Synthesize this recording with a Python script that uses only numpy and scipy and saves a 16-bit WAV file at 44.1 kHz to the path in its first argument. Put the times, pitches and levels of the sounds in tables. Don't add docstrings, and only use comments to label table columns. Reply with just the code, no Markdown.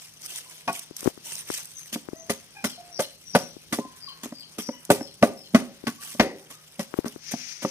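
import sys
import numpy as np
from scipy import signal
from scipy.fft import rfft, irfft
from scipy.io import wavfile
from scipy.ndimage import uniform_filter1d

SR = 44100
rng = np.random.default_rng(int(sys.argv[2]) if len(sys.argv) > 2 else 0)


def nominal_scale(level):
    x = np.asarray(level, float) / 20
    return 10 ** x


def materialize(psi):
    bounded = np.clip(np.atleast_2d(psi).T, -1, 1)
    quanta = np.round(bounded * 32767).astype(np.int16)
    wavfile.write(sys.argv[1], SR, quanta)


N = 339570
T = np.arange(N) / SR

# frequency_hz, density_db
YARD_SPECTRUM = [(25, 3), (157, 0), (229, -1.5), (1290, -10.5), (3620, -9.5), (5570, -13), (11900, -39),
                 (16000, -43.5)]
YARD_DB = -60
# pitch_hz, level_db
MOTOR_HUM = (156, -64.5)

# start_s, length_s, level_db
GRIPS = [(0, 0.068, -44.5), (0.215, 0.22, -43.5), (0.446, 0.2, -54), (0.704, 0.15, -46), (0.96, 0.16, -46),
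         (1.246, 0.2, -41), (1.47, 0.16, -39), (1.652, 0.33, -57), (6.0, 0.2, -46)]
GRIP_SWELL_S, GRIP_FADE_S = 0.06, 0.12
IDLE_DB = -59
# frequency_hz, density_db
CREASE_SPECTRUM = [(1000, -19), (4000, -6.5), (9000, 6.5), (15500, -9)]
# frequency_hz, density_db
FOLD_SPECTRUM = [(300, -14), (1500, -8.5), (3200, 0), (6000, -19)]
# start_s, level_db
SNAPS = [(0.261, -33.5), (.793, -30), (0.966, -29.5), (1.007, -32), (1.043, -33), (1.354, -32),
         (1.577, -32), (1.655, -36), (4.851, -35.5), (4.922, -25), (6.048, -38)]
SNAP_DECAY_S = .003

# start_s, pitch_hz, level_db, decay_s, overtones_db
CLUCKS = [(0.445, 1004, -56.5, 0.043, -6), (1.264, 920, -46, 0.03, -11), (2.133, 660, -50, 0.08, -14),
          (2.548, 810, -42, 0.025, 3), (2.777, 706, -45, 0.05, -28), (3.783, 1006, -44, 0.06, -28),
          (4.073, 1072, -45, 0.045, -30), (4.72, 965, -51, 0.025, 2), (5.979, 1154, -57, 0.12, -20),
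          (6.528, 1214, -52, 0.027, -11)]

# start_s, thud_db, bowl_middle_db, bowl_treble_db, wrap_crunch_db
BLOWS = [(0.676, -27.5, 4, 1, -11.5), (1.926, -33.5, -19, -10.5, 0), (2.295, -19, -5.5, -6, -6),
         (2.641, -18, -15, -7.5, -3.5), (2.991, -25, 3, -1.5, 2), (3.349, -13, 0.5, -1.5, -9.5),
         (3.724, -19.5, -12, -4.5, -5), (4.232, -36, -15, -3, 0), (4.582, -22.5, -17.5, -13.5, -4),
         (4.901, -7, -1.5, -11, -11), (5.225, -6.5, -1, -9, -22), (5.546, -4.5, -9, -8, -24),
         (5.868, -19, -20, -6, -11.5), (6.196, -10, -3.5, 0, -22), (6.5, -49, -15.5, 3, 6),
         (6.792, -24.5, -8, -7, -8.5), (7.054, -23.5, -11.5, -11, -13), (7.31, -41, -8, 0, 7),
         (7.621, -37, -2.5, 0, 3)]
# start_s, thud_db
REBOUNDS = [(1.957, -24), (3.786, -19), (3.85, -37), (4.257, -30), (4.322, -31), (4.689, -21),
            (5.008, -25.5), (6.149, -32), (7.338, -21.5), (7.648, -13.5)]
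REBOUND_MID_DB, REBOUND_HIGH_DB = -9, -24
# frequency_hz, level_db, t60_s
BLOCK_MODES = [(143.1, -17.5, 0.18), (245, 0, 0.11), (294, -8.5, 0.12), (405, -12, 0.2)]
# frequency_hz, level_db, t60_s
BOWL_MID_MODES = [(535, -8, 0.27), (592, 5, 0.1), (683, -3, 0.13), (880, -13, 0.15)]
# frequency_hz, level_db, t60_s
BOWL_HIGH_MODES = [(1140, 2.5, 0.18), (1480, -3, 0.2), (1960, 0.5, 0.15)]
# frequency_hz, density_db
RATTLE_SPECTRUM = [(300, -0.5), (1000, 0.5), (2500, -3.5), (6000, -16), (12000, -30)]
EMPTY_UNTIL_S = .9
RING_EMPTY, RING_FULL = 0.7, 0.37
EMPTY_PITCH = 1.28
HIGH_RING = .55
STRIKE_SCATTER_DB = 2.5
BLOW_CONTACT_S, REBOUND_CONTACT_S = .005, .003
SOFT_CONTACT_S_PER_DB = .0002
SQUASH_S, SQUASH_DB = .009, -18

# start_s, level_db, sharp_edge_db
TAPS = [(0.906, -31.5, -21), (1.025, -31.5, -5), (1.055, -15.5, -17), (1.063, -19.5, -18),
        (1.071, -6.5, -18), (1.172, -35, -8), (1.498, -21, -2), (2.083, -25.5, -7), (2.128, -23.5, -49),
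        (3.562, -32, -28), (5.835, -27.5, -36), (6.936, -23, 0.5), (6.984, -10, -59), (7.041, -23, -10),
        (7.157, -29, -11)]

# start_s, pitch_hz, level_db, length_s
PEEPS = [(1.745, 6450, -52, 0.07), (2.15, 6400, -56, 0.1), (2.91, 5800, -52, 0.1), (3.23, 5900, -52, 0.28),
         (3.3, 5100, -54, 0.12), (4.58, 5900, -51, 0.14), (4.6, 5100, -54, 0.1)]
PEEP_SAG = .04
# start_s, first_note_hz, level_db
BIRD_CALLS = [(2.64, 5500, -55), (2.94, 4900, -52), (4.0, 4950, -51), (4.335, 5000, -54), (4.99, 5500, -55),
              (5.36, 5350, -58)]
BIRD_OPENING_S = .1
# offset_s, start_hz, end_hz, relative_level_db, length_s
BIRD_STEPS = [(.06, 4600, 4150, -2, .09), (.075, 3400, 3050, 2, .05)]

# start_s, level_db
ROCKS = [(3.349, -30), (4.901, -27), (5.225, -24), (5.546, -27), (6.196, -19)]
ROCK_DECAY_S = .06
# frequency_hz, level_db, t60_s
WOBBLE_MODES = [(330, -3, .06), (404, -1, .09), (470, -4, .06), (540, 0, .11), (748, -5, .05),
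                (2000, -7, .012)]

# frequency_hz, density_db
BRUSH_SPECTRUM = [(900, -22), (2300, 0), (3900, -7.5), (6000, 0.5), (15000, -29)]
BRUSH_S, BRUSH_RISE_S, BRUSH_DB = 7.15, 0.14, -43.5

# frequency_hz, width_hz, gain_db
LEFT_PORT = [(1840, 1210, 5.5), (5600, 1356, 13), (8140, 620, -28.5), (14000, 1500, 8)]
# frequency_hz, width_hz, gain_db
RIGHT_PORT = [(6200, 2420, -4.5), (8180, 390, 4), (10480, 7330, 7.5)]
LEFT_LAG_S = 0.00012
SCATTER_HZ = 3300
TOP_HZ = 15400


def unit(x):
    return x / np.sqrt(np.mean(x ** 2) + 1e-18)


def spectrum_gain(f, points):
    hz, db = np.transpose(points)
    return nominal_scale(np.interp(np.log(f), np.log(hz), db))


def shaped(x, points):
    f = np.fft.rfftfreq(x.shape[-1], 1 / SR) + 1
    return irfft(rfft(x) * spectrum_gain(f, points), x.shape[-1])


def walk(rate):
    k = int(SR / rate)
    held = np.repeat(rng.standard_normal(N // k + 1), k)
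    return 1.2 * uniform_filter1d(uniform_filter1d(held, k), k)[:N]


def add(track, sound, s):
    i = int(s * SR)
    track[i:i + len(sound)] += sound[:N - i]


def pair(size, points):
    noise = rfft(size * rng.standard_normal((3, N)))
    f = np.fft.rfftfreq(N, 1 / SR) + 1
    share = 1 / (1 + (f / SCATTER_HZ) ** 3)
    mixed = np.sqrt(share) * noise[0] + np.sqrt(1 - share) * noise[1:]
    return unit(irfft(spectrum_gain(f, points) * mixed, N))


def yard():
    noise = rng.standard_normal((3, N))
    spectrum = rfft(shaped(noise[0] + 0.86 * noise[1:], YARD_SPECTRUM))
    octaves = np.log2(np.fft.rfftfreq(N, 1 / SR) / 30 + 1e-9)
    out = 0
    for k in range(10):
        band = np.clip(1 - np.abs(octaves - k), 0, 1)
        out = out + nominal_scale(3 * walk(5.8)) * irfft(spectrum * band, N)
    hum_hz, hum_db = MOTOR_HUM
    phase = 2 * np.pi * np.cumsum(hum_hz * (1 + 0.014 * walk(28))) / SR
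    hum = np.sin(phase) * nominal_scale(hum_db + 1.2 * walk(6))
    return unit(out) * nominal_scale(YARD_DB) + hum


def gloves():
    strength = nominal_scale(IDLE_DB)
    for s, length, db in GRIPS:
        swell = (T - s) / GRIP_SWELL_S
        fade = (s + length - T) / GRIP_FADE_S
        strength = strength + nominal_scale(db) * np.clip(np.minimum(swell, fade) + .5, 0, 1) ** 2
    return strength


def crackle():
    clusters = nominal_scale(1.8 * walk(60) + 2.5 * walk(300))
    creases = nominal_scale(2.5 * rng.exponential(size=N)) * (rng.random(N) < .2)
    sound = pair(clusters * creases, CREASE_SPECTRUM) + nominal_scale(-5) * pair(clusters, FOLD_SPECTRUM)
    cells = signal.stft(sound, nperseg=256)[2]
    colour = uniform_filter1d(rng.standard_normal(cells.shape[1:]), size=3, axis=0)
    colour = uniform_filter1d(colour, size=7, axis=1)
    return unit(signal.istft(cells * nominal_scale(3.5 * unit(colour)), nperseg=256)[1][:, :N])


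def snaps():
    size, t = np.zeros(N), T[:int(.03 * SR)]
    for s, db in SNAPS:
        add(size, nominal_scale(db) * np.exp(-t / SNAP_DECAY_S), s)
    return size * pair(1, CREASE_SPECTRUM)


def hens():
    out, waver = np.zeros(N), 1 + .02 * walk(70)
    for s, hz, db, decay, over_db in CLUCKS:
        t = T[:int(5 * decay * SR)]
        phase = 2 * np.pi * hz * np.cumsum(waver[int(s * SR):][:len(t)]) / SR
        overtones = nominal_scale(over_db) * (np.sin(2 * phase) / 2 + np.sin(3 * phase))
        envelope = (1 - np.exp(-t / .005)) * np.exp(-t / decay)
        add(out, nominal_scale(db) * envelope * (np.sin(phase) + overtones), s)
    return out * (1 + .8 * walk(150))


def ring(modes, push, stretch):
    hz, db, t60 = np.transpose(modes)[:, :, None]
    t, luck = T[:int(.4 * SR)], rng.standard_normal((len(modes), 2))
    gain = nominal_scale(db + STRIKE_SCATTER_DB * luck[:, :1])
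    decay = np.exp(-np.log(1000) * t / (t60 * stretch))
    free = gain * decay * np.sin(2 * np.pi * hz * (1 + .02 * luck[:, 1:]) * t)
    out = signal.fftconvolve(free.sum(0), push)[:len(t)]
    return out / np.abs(out).max()


def pestle():
    wood, rattle, crush = np.zeros((3, N))
    t = T[:int(.25 * SR)]
    knocks = [(*row[:4], nominal_scale(row[4]), BLOW_CONTACT_S - SOFT_CONTACT_S_PER_DB * row[1]) for row in BLOWS]
    knocks += [(s, db, REBOUND_MID_DB, REBOUND_HIGH_DB, 0, REBOUND_CONTACT_S) for s, db in REBOUNDS]
    for s, db, mid_db, high_db, crunch, contact in knocks:
        stretch, pitch = (RING_EMPTY, EMPTY_PITCH) if s < EMPTY_UNTIL_S else (RING_FULL, 1)
        rise = 1 - np.exp(-t / (0.2 * contact))
        push = rng.standard_normal(len(t)) * rise ** 2 * np.exp(-t / contact)
        thud = ring(BLOCK_MODES, push, stretch)
        middle = ring(np.multiply(BOWL_MID_MODES, [pitch, 1, 1]), push, stretch)
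        treble = ring(np.multiply(BOWL_HIGH_MODES, [pitch, 1, 1]), push, HIGH_RING * stretch)
        squash = ring(BLOCK_MODES, push, stretch)
        add(wood, nominal_scale(db + SQUASH_DB) * squash, s - SQUASH_S)
        add(wood, nominal_scale(db + 1.5) * (thud + nominal_scale(mid_db + 4) * middle + nominal_scale(high_db - 3) * treble), s)
        settling = np.exp(-t / (1.33 * contact)) + 0.18 * np.exp(-t / 0.03)
        add(rattle, nominal_scale(db + high_db - 4.0) * rise * settling, s)
        add(crush, nominal_scale(db) * crunch * (1 - np.exp(-t / 0.004)) * np.exp(-t / 0.021), s)
    wood = shaped(wood + rocking(), [(50, -32), (190, -0.5)])
    return wood + rattle * pair(nominal_scale(1.0 * walk(250)), RATTLE_SPECTRUM), crush


def fingers():
    out, scuff, t = np.zeros(N), np.zeros(N), T[:int(.03 * SR)]
    swing = -np.cos(2 * np.pi * 330 * (t - .001)) * (t / .002) ** 0.75 * np.exp(-t / 0.0014)
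    swing = swing / np.abs(swing).max()
    edge = np.sin(2 * np.pi * 1200 * t) * np.exp(-t / 0.00037) * (1 - np.exp(-t / 0.00021))
    for s, db, edge_db in TAPS:
        add(out, nominal_scale(db + 6) * (swing + nominal_scale(edge_db + 11.5) * edge), s + .004)
        scuff += nominal_scale(db - 24) * np.exp(-np.abs(T - s) / .018)
    skin = shaped(rng.standard_normal(N) * nominal_scale(4 * walk(120)), [(110, -20), (550, 0), (2500, -18)])
    return out + scuff * unit(skin)


def chicks_and_bird():
    out, warble = np.zeros(N), 1 + .025 * walk(200)
    notes = [(s, hz, hz * (1 - PEEP_SAG), db, length) for s, hz, db, length in PEEPS]
    for s, hz, db in BIRD_CALLS:
        notes.append((s, hz, hz * (1 - PEEP_SAG), db, BIRD_OPENING_S))
        for offset, start_hz, end_hz, step_db, length in BIRD_STEPS:
            notes.append((s + offset, start_hz, end_hz, db + step_db, length))
    for s, start_hz, end_hz, db, length in notes:
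        t = T[:int(length * SR)]
        glide = end_hz + (start_hz - end_hz) * (1 - t / length) ** 2
        phase = 2 * np.pi * np.cumsum(glide * warble[int(s * SR):][:len(t)]) / SR
        add(out, nominal_scale(db) * np.sin(np.pi * t / length) * np.sin(phase), s)
    return out * (.6 + .9 * walk(600))


def rocking():
    out, t = np.zeros(N), T[:int(.4 * SR)]
    for s, db in ROCKS:
        push = rng.standard_normal(len(t)) * np.exp(-t / ROCK_DECAY_S)
        add(out, nominal_scale(db) * ring(WOBBLE_MODES, push, 1), s)
    return out


def brushing():
    swell = np.clip((T - BRUSH_S) / BRUSH_RISE_S, 0, 1) ** 2
    return nominal_scale(BRUSH_DB) * swell * pair(nominal_scale(2.0 * walk(60)), BRUSH_SPECTRUM)


def echoed(x, t60, db):
    t = T[:SR // 2]
    noise = rng.standard_normal((3, len(t)))
    envelope = np.exp(-np.log(1000) * t / t60) * np.clip((t - .012) / 0.0075, 0, 1)
    tail = (noise[0] + 0.86 * noise[1:]) * envelope * nominal_scale(2 * walk(50)[:len(t)])
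    tail = shaped(tail, [(100, -1.0), (1500, -8.5), (6000, 0.0), (16000, -14.0)])
    tail = tail / np.sqrt(np.sum(tail ** 2) / 2)
    return x + nominal_scale(db) * signal.fftconvolve(np.atleast_2d(x), tail, axes=1)[:, :N]


def port(x, modes, lag):
    f = np.fft.rfftfreq(N, 1 / SR)
    colour = sum(db * np.exp(-.5 * ((f - hz) / width) ** 2) for hz, width, db in modes)
    return irfft(rfft(x) * np.exp(-2j * np.pi * f * lag) * nominal_scale(colour), N)


def scene():
    knocks, crush = pestle()
    peeps = chicks_and_bird()
    near = knocks + (crush + gloves()) * crackle() + snaps() + peeps
    far = hens() + 0.55 * peeps
    air = echoed(near, t60=0.35, db=-20) + echoed(far, t60=0.47, db=-1) + yard()
    brush, taps = brushing(), fingers()
    left = port(air[0] + brush[0], LEFT_PORT, LEFT_LAG_S) + taps
    right = port(air[1] + nominal_scale(-6.0) * brush[1], RIGHT_PORT, 0) + nominal_scale(-36) * taps
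    return np.array([left, right])


def low_pass(x):
    return signal.sosfilt(signal.butter(12, 16630, fs=SR, output="sos"), x)


def record(dry):
    thinned = signal.sosfilt(signal.butter(2, 70, "high", fs=SR, output="sos"), dry)
    rounded = np.tanh(0.89 * thinned) / 0.95
    mix = signal.sosfilt(signal.ellip(8, .2, 30, TOP_HZ, fs=SR, output="sos"), rounded)
    return low_pass(mix)


dry = scene()
out = record(dry)
materialize(out)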